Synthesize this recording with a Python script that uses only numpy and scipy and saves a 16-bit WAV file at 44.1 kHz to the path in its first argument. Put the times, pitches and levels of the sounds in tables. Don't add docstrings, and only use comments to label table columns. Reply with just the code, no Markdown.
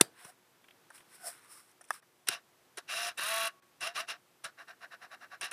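import sys
import numpy as np
from scipy import signal
from scipy.fft import rfft, irfft, next_fast_len
from scipy.io import wavfile
from scipy.ndimage import uniform_filter1d, map_coordinates

SR = 44100
rng = np.random.default_rng(int(sys.argv[2]) if len(sys.argv) > 2 else 0)


def inscribe(sig):
    pcm = np.round(np.clip(np.atleast_2d(sig).T, -1, 1) * 32767)
    wavfile.write(sys.argv[1], SR, pcm.astype(np.int16))


def volts_from_decibels(level):
    exponent = np.asarray(level, float) / 20
    return 10 ** exponent


N = 243678
T = np.arange(N) / SR
TOP_HZ = 15500

# frequency in Hz, level in dB per Hz.
HUSH_SPECTRUM = [(15, -56.5), (25, -39.5), (87, -20.5), (130, -9.5), (196, -13), (355, -9.5), (386, -13),
                 (479, -10), (534, -12.5), (1080, -13), (5630, -23), (9950, -26.5), (12000, -27.5),
                 (13800, -22), (16200, -53)]
HUSH_DB = -68
# frequency in Hz, level in dB.
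CLOCK_TONES = [(361, -82), (5000, -95), (6000, -93), (8000, -89), (9000, -89), (10000, -88), (11000, -92),
               (13000, -94), (14000, -90)]
# frequency in Hz, t60 in seconds.
ROOM_DECAY = [(150, 0.41), (1000, 0.23), (4000, 0.17), (12000, 0.15)]
WALLS_DB = -16.5
# start in seconds, end in seconds.
DROPOUTS_S = [
    (2.002, 2.022),
    (3.601, 3.622),
]

# time in seconds, middle in dB, body knock in dB, treble in dB.
SMALL_TICKS = [(.248, -50, -45.5, -42), (.642, -52.5, -59.5, -66.5), (.684, -49.5, -58, -66),
               (.708, -46.5, -64, -65), (.903, -58, -44, -48), (.979, -49, -57.5, -54),
               (1.714, -75.5, -72, -54.5), (1.81, -64.5, -47, -51), (1.814, -60, -68, -43.5),
               (1.841, -58, -70, -51), (1.849, -72, -68, -52), (1.887, -63, -64, -52),
               (1.938, -56, -54, -44), (2.026, -67, -56.5, -80), (2.272, -44, -44.5, -35),
               (2.773, -61.5, -45, -35.5), (2.784, -60, -41, -38), (3.952, -47, -52, -54),
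               (4.595, -59.5, -51, -62), (4.683, -56, -55, -54.5), (3.175, -51, -48, -36),
               (3.182, -55, -60, -38), (3.194, -43, -30.5, -46), (3.808, -43, -60, -34.5),
               (4.442, -43.5, -42.5, -34.5), (5.411, -38, -44, -29.5), (5.513, -42.5, -50, -33),
               (.002, -59.5, -38, -61), (1.005, -54, -56, -62), (3.115, -46, -48, -66),
               (3.925, -59, -52, -72), (4.525, -64.5, -64, -76)]
# time in seconds, knock in dB, deep part in dB.
HOUSING_JOLTS = [
    (.249, -53, -54),
    (2.29, -39.5, -51),
    (2.778, -41.5, -78),
    (3.19, -39, -60),
    (3.825, -51, -57),
    (4.45, -61, -57),
    (5.43, -53, -56),
]

# time in seconds, peak in dB, rattle t60 in seconds, lead-in in dB, settling in dB.
BIG_SNAPS = [
    (.0112, 0, 0.014, -17.5, -17.5),
    (1.906, -17, 0.0059, -14.5, -32),
    (2.2869, -10.5, 0.023, -8.5, -16),
]
# lead-in before in seconds, build-up in seconds, rebound after in seconds, rebound in dB.
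SNAP_CONTACTS = [
    (0.0014, 0.00035, 0.0022, -12.5),
    (.0005, 0.00035, .0078, -16),
    (.0015, 0.00025, 0.0022, -10),
]
# frequency in Hz, level in dB per Hz.
RATTLE_SPECTRA = [
    [(50, -40), (130, -4), (383, -10.5), (3160, -12), (4000, -8), (4820, -16.5), (5690, -18), (9310, -11.5),
     (13200, -17.5), (16300, -41)],
    [(120, -69), (200, -47), (615, -1), (1760, -23), (3060, -34.5), (4580, -31), (5720, -11), (6630, -33),
     (10700, -12.5), (16300, -59)],
    [(59, -74.5), (100, -48), (1500, -17), (2400, -5.5), (5390, -5), (7110, -12), (8990, -1), (13500, -33),
     (16300, -62)],
]
# frequency in Hz, level in dB, t60 in seconds.
BUTTON_MODES = [(350, -0.5, 0.011), (813, -8, 0.01), (1355, -14, 0.016), (1625, -7, 0.011),
                (2080, -8, 0.014), (2690, -9, 0.016), (3570, -1, 0.011), (3970, -3, 0.011),
                (5750, 4, 0.006), (7410, 5, 0.007), (9450, 9, 0.0064), (10470, -3, 0.0083),
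                (11180, -7, .01), (13000, -5.5, 0.006)]
# frequency in Hz, level in dB, t60 in seconds.
SWITCH_MODES = [(528, 2.5, .014), (730, 9, 0.014), (955, 4, 0.0098), (1223, 17, 0.021), (1490, 2, 0.013),
                (1724, 19, 0.016), (2610, -3, 0.032), (3480, -3, 0.021), (5110, 4, 0.013), (5830, 3, 0.013),
                (9500, -12, .008), (10300, -9, .007)]
# frequency in Hz, level in dB, t60 in seconds.
STOP_MODES = [(1466, -3.5, 0.016), (2940, -7.5, 0.023), (3990, -4, 0.018), (5260, -6, 0.021),
              (6140, -1.5, 0.0085), (8850, 8, 0.0054), (10540, -5.5, 0.0076), (13100, 2, 0.0058)]

# time in seconds, rise in dB/s, fall in dB/s, hiss in dB, extra body in dB.
FINGER_SLIDES = [(.2, 244, 155, -62, 12), (.25, 298, 163, -61, 5), (0.297, 166.5, 1800, -57.5, -1),
                 (.955, 450, 182, -57, 0), (1.105, 600, 196, -70, 6), (1.154, 300, 602.5, -57, -2.5),
                 (1.276, 277, 335, -42, -1.5), (1.359, 150, 220, -61, 7), (1.445, 249, 302, -63.5, 5),
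                 (1.53, 349, 116, -53.5, -3), (1.717, 350, 1999.5, -66, -3), (1.89, 900, 200, -70, -13),
                 (1.941, 282, 252.5, -54, 4), (3.627, 3000, 898, -72.5, 15)]
# frequency in Hz, level in dB per Hz.
SKIN_HISS_SPECTRUM = [(2000, -81), (3200, -26), (4700, -9.5), (5400, -4.5), (6450, -15.5), (8500, 0),
                      (10600, -3), (11500, -12), (14600, -8), (15500, -28.5)]
# frequency in Hz, level in dB per Hz.
SKIN_BODY_SPECTRUM = [(300, -70), (900, -3.5), (1500, 1), (2200, -3.5), (3000, -9), (4200, -9.5),
                      (5500, -44)]
# frequency in Hz, width in Hz, height in dB.
SHELL_PEAKS = [(1192, 30, 6.5), (1490, 80, 2), (2100, 68, -1), (5350, 260, 5), (10620, 440, 4.5),
               (14700, 320, -6)]
# frequency in Hz, level in dB per Hz.
GRIP_SPECTRUM = [(250, -64), (500, -18.5), (670, -9.5), (710, 1.5), (750, -8.5), (900, -31), (1200, -71.5)]
# time in seconds, rise in dB/s, fall in dB/s, level in dB, mode in Hz.
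GRIP_HUMS = [
    (.235, 496, 300, -67, 713),
    (.295, 199.5, 1200, -57, 706),
    (1.251, 304, 160, -52, 1487),
    (1.272, 261, 500, -47, 713),
    (1.56, 121.5, 252, -60.5, 1198),
    (1.96, 201, 301, -63, 1200),
]
BODY_DB, BODY_GROWS = -57.5, 0.46
LIFT_DB = -70
ROUND_S = 0.0105

# start in seconds, end in seconds, take-up in seconds, low grind in dB, relative braking.
FORWARD_STROKES = [
    (2.267, 2.338, 0.0074, -43, 0.79),
    (2.87, 3.091, 0.033, -42.5, 1.12),
    (3.8, 3.875, 0.019, -41.5, 0.85),
    (3.937, 4.006, 0.028, -41, 0.97),
    (4.069, 4.112, 0.023, -42.5, 0.86),
    (5.407, 5.45, 0.0079, -40.5, 0.8),
    (5.509, 5.518, 0.012, -38.5, 0.9),
]
# start in seconds, end in seconds, take-up in seconds, low grind in dB, relative braking.
BACKWARD_STROKES = [
    (3.168, 3.476, 0.016, -41, 1.45),
]
# start in seconds, end in seconds, take-up in seconds, low grind in dB, relative braking.
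JERK_STROKES = [
    (2.769, 2.786, 0.0065, -42.5, 1.82),
    (4.435, 4.452, 0.013, -41.5, 0.94),
]
# time in seconds, take-up in seconds, hold in seconds, low grind in dB.
FOCUS_NUDGES = [(4.563, 0.033, 0.027, -50.5), (4.665, 0.025, 0.024, -50), (4.798, 0.028, 0.022, -49),
                (4.899, 0.027, 0.02, -49), (4.997, 0.033, 0.023, -49.5), (5.096, 0.029, 0.023, -48.5),
                (5.194, 0.034, 0.018, -49.5), (5.292, 0.037, .022, -50.5)]
NUDGE_BRAKE = 1.6
# frequency in Hz, level in dB per Hz.
GRIND_SPECTRUM = [(29, -73), (50, -20), (130, -28.5), (382, -23.5), (607, -14), (693, -8.5), (817, -16),
                  (1480, -9), (2600, -25), (3380, -66), (5720, -120)]
# frequency in Hz, level in dB per Hz.
CHATTER_SPECTRUM = [(1180, -28.5), (2000, -10.5), (2750, -3), (3140, -5.5), (3920, -6.5), (4250, -5),
                    (5750, -10.5), (8000, -16), (10400, -111), (17600, -120)]
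# frequency in Hz, level in dB per Hz.
RASP_SPECTRUM = [(3820, -22), (6500, -7), (8350, -7.5), (8790, -9), (10800, -2.5), (11500, -9.5),
                 (13500, -3), (15500, -21)]
# frequency in Hz, width in Hz, height in dB.
BARREL_PEAKS = [(775, 360, 4), (1145, 57, 8.5), (1727, 920, 14), (2767, 355, 11.5), (3880, 450, 10),
                (5420, 1060, 9), (8970, 250, 16), (9850, 300, 8), (10650, 220, 14), (12700, 400, -1),
                (13260, 390, 1.5), (2390, 59, 5.5)]
# frequency in Hz, width in Hz, height in dB.
HOUSING_DIPS = [(7080, 180, 1), (8450, 300, -2), (10200, 100, -6), (11250, 250, -14), (14000, 300, -10)]
# frequency in Hz, width in Hz, height in dB.
BARREL_SEATING = [
    [(405, 110, 2), (1550, 380, -1.5), (4400, 290, -4), (5290, 210, 3), (5900, 340, 3.5), (9800, 380, -5.5),
     (13300, 900, -5)],
    [(780, 130, -7), (2360, 49, 2), (5280, 500, -3.5), (9870, 200, 5), (11600, 540, 6), (13400, 500, 2.5)],
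    [(620, 200, 6), (1410, 250, 4), (1880, 330, -3.5), (2720, 290, -9.5), (3500, 190, 2), (3840, 240, -3),
     (7700, 1300, 5.5), (9900, 600, 5)],
    [(724, 120, 3.5), (1610, 300, 1), (4030, 400, 2.5), (5700, 570, 4), (9000, 270, -3), (10630, 230, -2)],
]
WEAK_DB, FULL_DB = (-1, -9.5, -18.5), (0, 3, 0)
SPIN_UP_DB, SPIN_UP_S = (-3.5, -6, -13), (0.017, 0.023, 0.045)
COAST_DB_PER_S = (-400, -620, -950)
LOAD_DB, LOAD_GROWS = -41, (0, 0.03, 0.34)
STOP_S, STOP_DB_PER_S = 0.046, -900
TAKE_UP_DB, TAKE_UP_BEND = -31, 1.76
WHEEL_RATIO, WHEEL_DB, WHEEL_S = 5.2, -6.5, 3.303

# start in seconds, end in seconds, top speed in turns Hz, 3rd order in dB, upper orders in dB.
FREE_SPINS = [
    (2.886, 3.091, 234, -45, -55),
    (3.19, 3.476, 223.6, -42, -43),
    (3.817, 3.87, 240, -34, -44),
    (3.951, 4.006, 237, -37, -40),
    (4.066, 4.118, 245, -42, -52),
]
# multiple of the shaft speed, level in dB against the 5th order.
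WEAKER_ORDERS = [(4, -9), (7, -16), (8, -10.5), (9, -13.5), (12, -8), (15, -5.5), (18, -8)]
LAG, SPEED_UP_S = .4, .036
SLOW_THIRD_DB, SLOW_FIFTH_DB = -135, -105
FADE_DB_PER_S, CUT_DB_PER_S = -700, -1400
LIGHT_S, GLIDE_DB_PER_S = .1, -480
MOUNT_HZ, MOUNT_WIDTH_HZ, OFF_MOUNT_DB = 1200, 240, -14


def unit(x):
    return x / np.sqrt(np.mean(x ** 2) + 1e-20)


def along(points, hz):
    f, v = np.transpose(points)
    return np.interp(np.log(hz + 1), np.log(f + 1), v)


def humps(hz, peaks):
    return sum(db / (1 + (2 * (hz - c) / w) ** 2) for c, w, db in peaks)


def wobble(rate):
    knots = rng.standard_normal(int(N * rate / SR) + 4)
    return map_coordinates(knots, [T * rate])


def filtered(x, response):
    m = next_fast_len(len(x) + SR)
    return irfft(rfft(x, m) * response(np.fft.rfftfreq(m, 1 / SR)), m)[:len(x)]


def coloured(x, spectrum, peaks=()):
    return unit(filtered(x, lambda f: volts_from_decibels(along(spectrum, f) + humps(f, peaks)) * (f < TOP_HZ)))


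def burst(spectrum, t60, size=4096):
    cep = irfft(np.log(volts_from_decibels(along(spectrum, np.fft.rfftfreq(size, 1 / SR))) + 1e-6), size)
    cep[1:size // 2] *= 2
    cep[size // 2 + 1:] = 0
    noise = rng.standard_normal(size) * volts_from_decibels(-60 * T[:size] / t60)
    puff = irfft(rfft(noise) * np.exp(rfft(cep)), size)
    return puff / np.abs(puff).max()


def add(track, s, sound):
    part = track[round(s * SR):][:len(sound)]
    part += sound[:len(part)]


def room(x):
    hz, t, z = signal.stft(rng.standard_normal(SR // 2), SR, nperseg=256)
    decay = volts_from_decibels(-60 * t / along(ROOM_DECAY, hz)[:, None])
    tail = signal.istft(z * decay, SR, nperseg=256)[1]
    return signal.fftconvolve(x, tail / np.linalg.norm(tail))


def hush():
    tones = sum(np.sqrt(2) * volts_from_decibels(db + 0.7 * wobble(1.2)) * np.sin(2 * np.pi * hz * T) for hz, db in CLOCK_TONES)
    level = volts_from_decibels(HUSH_DB + 0.82 * wobble(1.88))
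    return level * coloured(rng.standard_normal(N), HUSH_SPECTRUM) + tones


def ticks():
    middle = [(1300, -23.0), (2000, -10.5), (3300, -11.0), (4500, -35.0)]
    body = [(300, -31), (600, 4.5), (1200, 8), (1600, 13), (1900, 5.0), (2300, -30.5)]
    treble = [(4500, -38.5), (5600, 7.5), (6800, -7.5), (9500, 8.5), (14000, -31), (16000, -72)]
    deep = [(40, -48), (90, -4.5), (170, -3), (280, -4.5), (500, -40)]
    knock = [(60, -60), (170, -31), (280, -11.5), (380, -1.5), (520, -7), (800, -20), (1500, -37)]
    out = np.zeros(N)
    for s, db, knock_db, treble_db in SMALL_TICKS:
        add(out, s, volts_from_decibels(db) * burst(middle, t60=0.032))
        add(out, s, volts_from_decibels(knock_db) * burst(body, t60=0.045))
        add(out, s, volts_from_decibels(treble_db) * burst(treble, t60=0.026))
    for s, db, deep_db in HOUSING_JOLTS:
        add(out, s, volts_from_decibels(deep_db) * burst(deep, t60=0.034))
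        add(out, s, volts_from_decibels(db) * burst(knock, t60=0.014))
    return filtered(out, lambda f: f < TOP_HZ)


def snaps():
    out, t = np.zeros(N), T[:4096]
    parts = zip(BIG_SNAPS, SNAP_CONTACTS, (BUTTON_MODES, SWITCH_MODES, STOP_MODES), RATTLE_SPECTRA)
    for (s, db, t60, lead_db, settle_db), (lead_s, build_s, back_s, back_db), modes, crack in parts:
        ring = sum(volts_from_decibels(level - 60 * t / ring_t60) * np.sin(2 * np.pi * hz * t + k * k)
                   for k, (hz, level, ring_t60) in enumerate(modes))
        ring *= (1 - np.exp(-t / build_s)) ** 2
        ring /= np.abs(ring).max()
        rattle = volts_from_decibels(db - 7.0) * burst(crack, t60)
        settling = volts_from_decibels(db + settle_db) * burst(crack, t60=0.038)
        add(out, s - lead_s, volts_from_decibels(db + lead_db) * burst(crack, t60=0.014))
        add(out, s, volts_from_decibels(db) * ring + rattle + settling)
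        add(out, s + back_s, volts_from_decibels(db + back_db) * ring)
        add(out, s, volts_from_decibels(WALLS_DB) * room(rattle[:SR // 600]))
    return filtered(out, lambda f: (1j * f / (1j * f + 130)) ** 3)


def swell(s, rise, fall, db):
    gain = volts_from_decibels(db - np.where(T < s, rise, fall) * (np.hypot(T - s, ROUND_S) - ROUND_S))
    return gain * gain / (gain + volts_from_decibels(LIFT_DB))


def finger():
    slides = [swell(*row[:-1]) for row in FINGER_SLIDES]
    hiss = sum(slides)
    press = sum(volts_from_decibels(row[-1]) * slide for row, slide in zip(FINGER_SLIDES, slides))
    body = volts_from_decibels(BODY_DB) * (press / volts_from_decibels(-51.5)) ** BODY_GROWS
    body *= press / (press + volts_from_decibels(LIFT_DB))
    slips = volts_from_decibels(1.25 * wobble(400) + 1.5 * wobble(46.1)) * rng.standard_normal((3, N))
    out = hiss * coloured(slips[0], SKIN_HISS_SPECTRUM, SHELL_PEAKS)
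    out += body * coloured(slips[1], SKIN_BODY_SPECTRUM)
    for *touch, mode_hz in GRIP_HUMS:
        cavity = [(f - 710 + mode_hz, db) for f, db in GRIP_SPECTRUM]
        out += swell(*touch) * coloured(slips[2], cavity)
    return out


def strokes():
    out = np.zeros((4, 3, N))
    weak, full, grows, coast, short, tau = (
        np.array(v)[:, None] for v in (WEAK_DB, FULL_DB, LOAD_GROWS, COAST_DB_PER_S, SPIN_UP_DB, SPIN_UP_S))
    rows = []
    for gains, table in zip(out, (FORWARD_STROKES, BACKWARD_STROKES, JERK_STROKES)):
        for s, cut, take_up, db, brake in table:
            rows.append((gains, s, take_up, cut, db + full + grows * (db - LOAD_DB), brake, short))
    for s, take_up, hold, db in FOCUS_NUDGES:
        rows.append((out[-1], s, take_up, s + take_up + hold, db + weak, NUDGE_BRAKE, 0))
    for gains, s, take_up, cut, db, brake, slow_db in rows:
        part = slice(round(s * SR), round((cut + .15) * SR))
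        t = T[part] - s
        coast_s = brake * np.clip(T[part] - cut, 0, 1)
        mesh_db = TAKE_UP_DB * np.clip(1 - t / take_up, 0, 1) ** TAKE_UP_BEND
        friction_db = STOP_DB_PER_S * np.clip(coast_s - STOP_S, 0, 1)
        gains[:, part] += volts_from_decibels(db + mesh_db + friction_db + slow_db * np.exp(-t / tau) + coast * coast_s)
    return out


def spins():
    out = np.tile([[200.], [-120], [-120], [-120]], N)
    for s, cut, top_hz, third_db, upper_db in FREE_SPINS:
        part = slice(round(s * SR), round((cut + .07) * SR))
        slow = LAG * np.exp(-(T[part] - s) / SPEED_UP_S)
        turns_hz = top_hz * (1 - slow)
        unpowered_s = np.clip(T[part] - cut, 0, 1)
        on_db = CUT_DB_PER_S * unpowered_s + FADE_DB_PER_S * np.clip(s + 0.029 - T[part], 0, 1)
        glide_db = (cut - s < LIGHT_S) * (GLIDE_DB_PER_S - CUT_DB_PER_S) * unpowered_s
        mount = 1 / (1 + (2 * (6 * turns_hz - MOUNT_HZ) / MOUNT_WIDTH_HZ) ** 2)
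        out[:, part] = [turns_hz,
                        third_db + on_db + glide_db + SLOW_THIRD_DB * slow,
                        upper_db + on_db + SLOW_FIFTH_DB * slow,
                        upper_db + on_db + OFF_MOUNT_DB * (1 - mount)]
    return out


def gears(phase):
    teeth = volts_from_decibels(.7 * np.cos(phase) + 1.3 * wobble(900))
    layers = [volts_from_decibels(0.82 * wobble(50)) * coloured(teeth * rng.standard_normal(N), colour, BARREL_PEAKS + HOUSING_DIPS)
              for colour in (GRIND_SPECTRUM, CHATTER_SPECTRUM, RASP_SPECTRUM)]
    gains = strokes()
    wheel_phase = (phase - phase[round(WHEEL_S * SR)]) / WHEEL_RATIO
    gap = np.cos(wheel_phase / 2 + .3 * wobble(35)) ** 4
    gains[1, 2] *= volts_from_decibels(WHEEL_DB * gap + 2)
    return sum(filtered((gain * layers).sum(axis=0), lambda f: volts_from_decibels(humps(f, seat)))
               for gain, seat in zip(gains, BARREL_SEATING))


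def shaft_song(phase, third_db, fifth_db, sixth_db):
    def order(k, db):
        level = uniform_filter1d(volts_from_decibels(db + 1.13 * wobble(9 * k)), size=200)
        return np.sqrt(2) * level * np.sin(k * phase)

    fifth = order(5, fifth_db)
    song = order(3, third_db) + fifth + order(6, sixth_db)
    song += sum(order(k, fifth_db + db) for k, db in WEAKER_ORDERS)
    ring_hz, width_hz = 1114, 1.8
    ring = filtered(fifth, lambda f: 1j * f * width_hz / (ring_hz ** 2 - f * f + 1j * f * width_hz))
    return song + volts_from_decibels(-18) * ring


def motor():
    turns_hz, third_db, fifth_db, sixth_db = spins()
    phase = 2 * np.pi * np.cumsum(turns_hz * (1 + 0.00296 * wobble(80))) / SR
    running = gears(phase) + shaft_song(phase, third_db, fifth_db, sixth_db)
    return filtered(running, lambda f: 1 / (1 + (95 / (f + 1)) ** 6))


def scene():
    running = motor()
    echo = volts_from_decibels(-22.5) * room(running)[:N]
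    return (hush() + ticks() + snaps() + finger() + running + echo)[None]


def band_limit(x):
    return signal.sosfilt(signal.butter(12, 16490, fs=SR, output="sos"), x)


def record(dry):
    lost = uniform_filter1d(sum((T > a) & (T < b) for a, b in DROPOUTS_S) * 1., size=40)
    dull = volts_from_decibels(-6.0) * filtered(dry[0], lambda f: 1 / (1 + 1j * f / 2500))
    mix = (1 - lost) * dry + lost * dull
    mix = mix / (1 + np.abs(mix / 1.05) ** 6) ** (1 / 6)
    mix = filtered(mix[0], lambda f: 1 / (1 + (f / 16100) ** 40))[None]
    return band_limit(mix)


dry = scene()
out = record(dry)
inscribe(out)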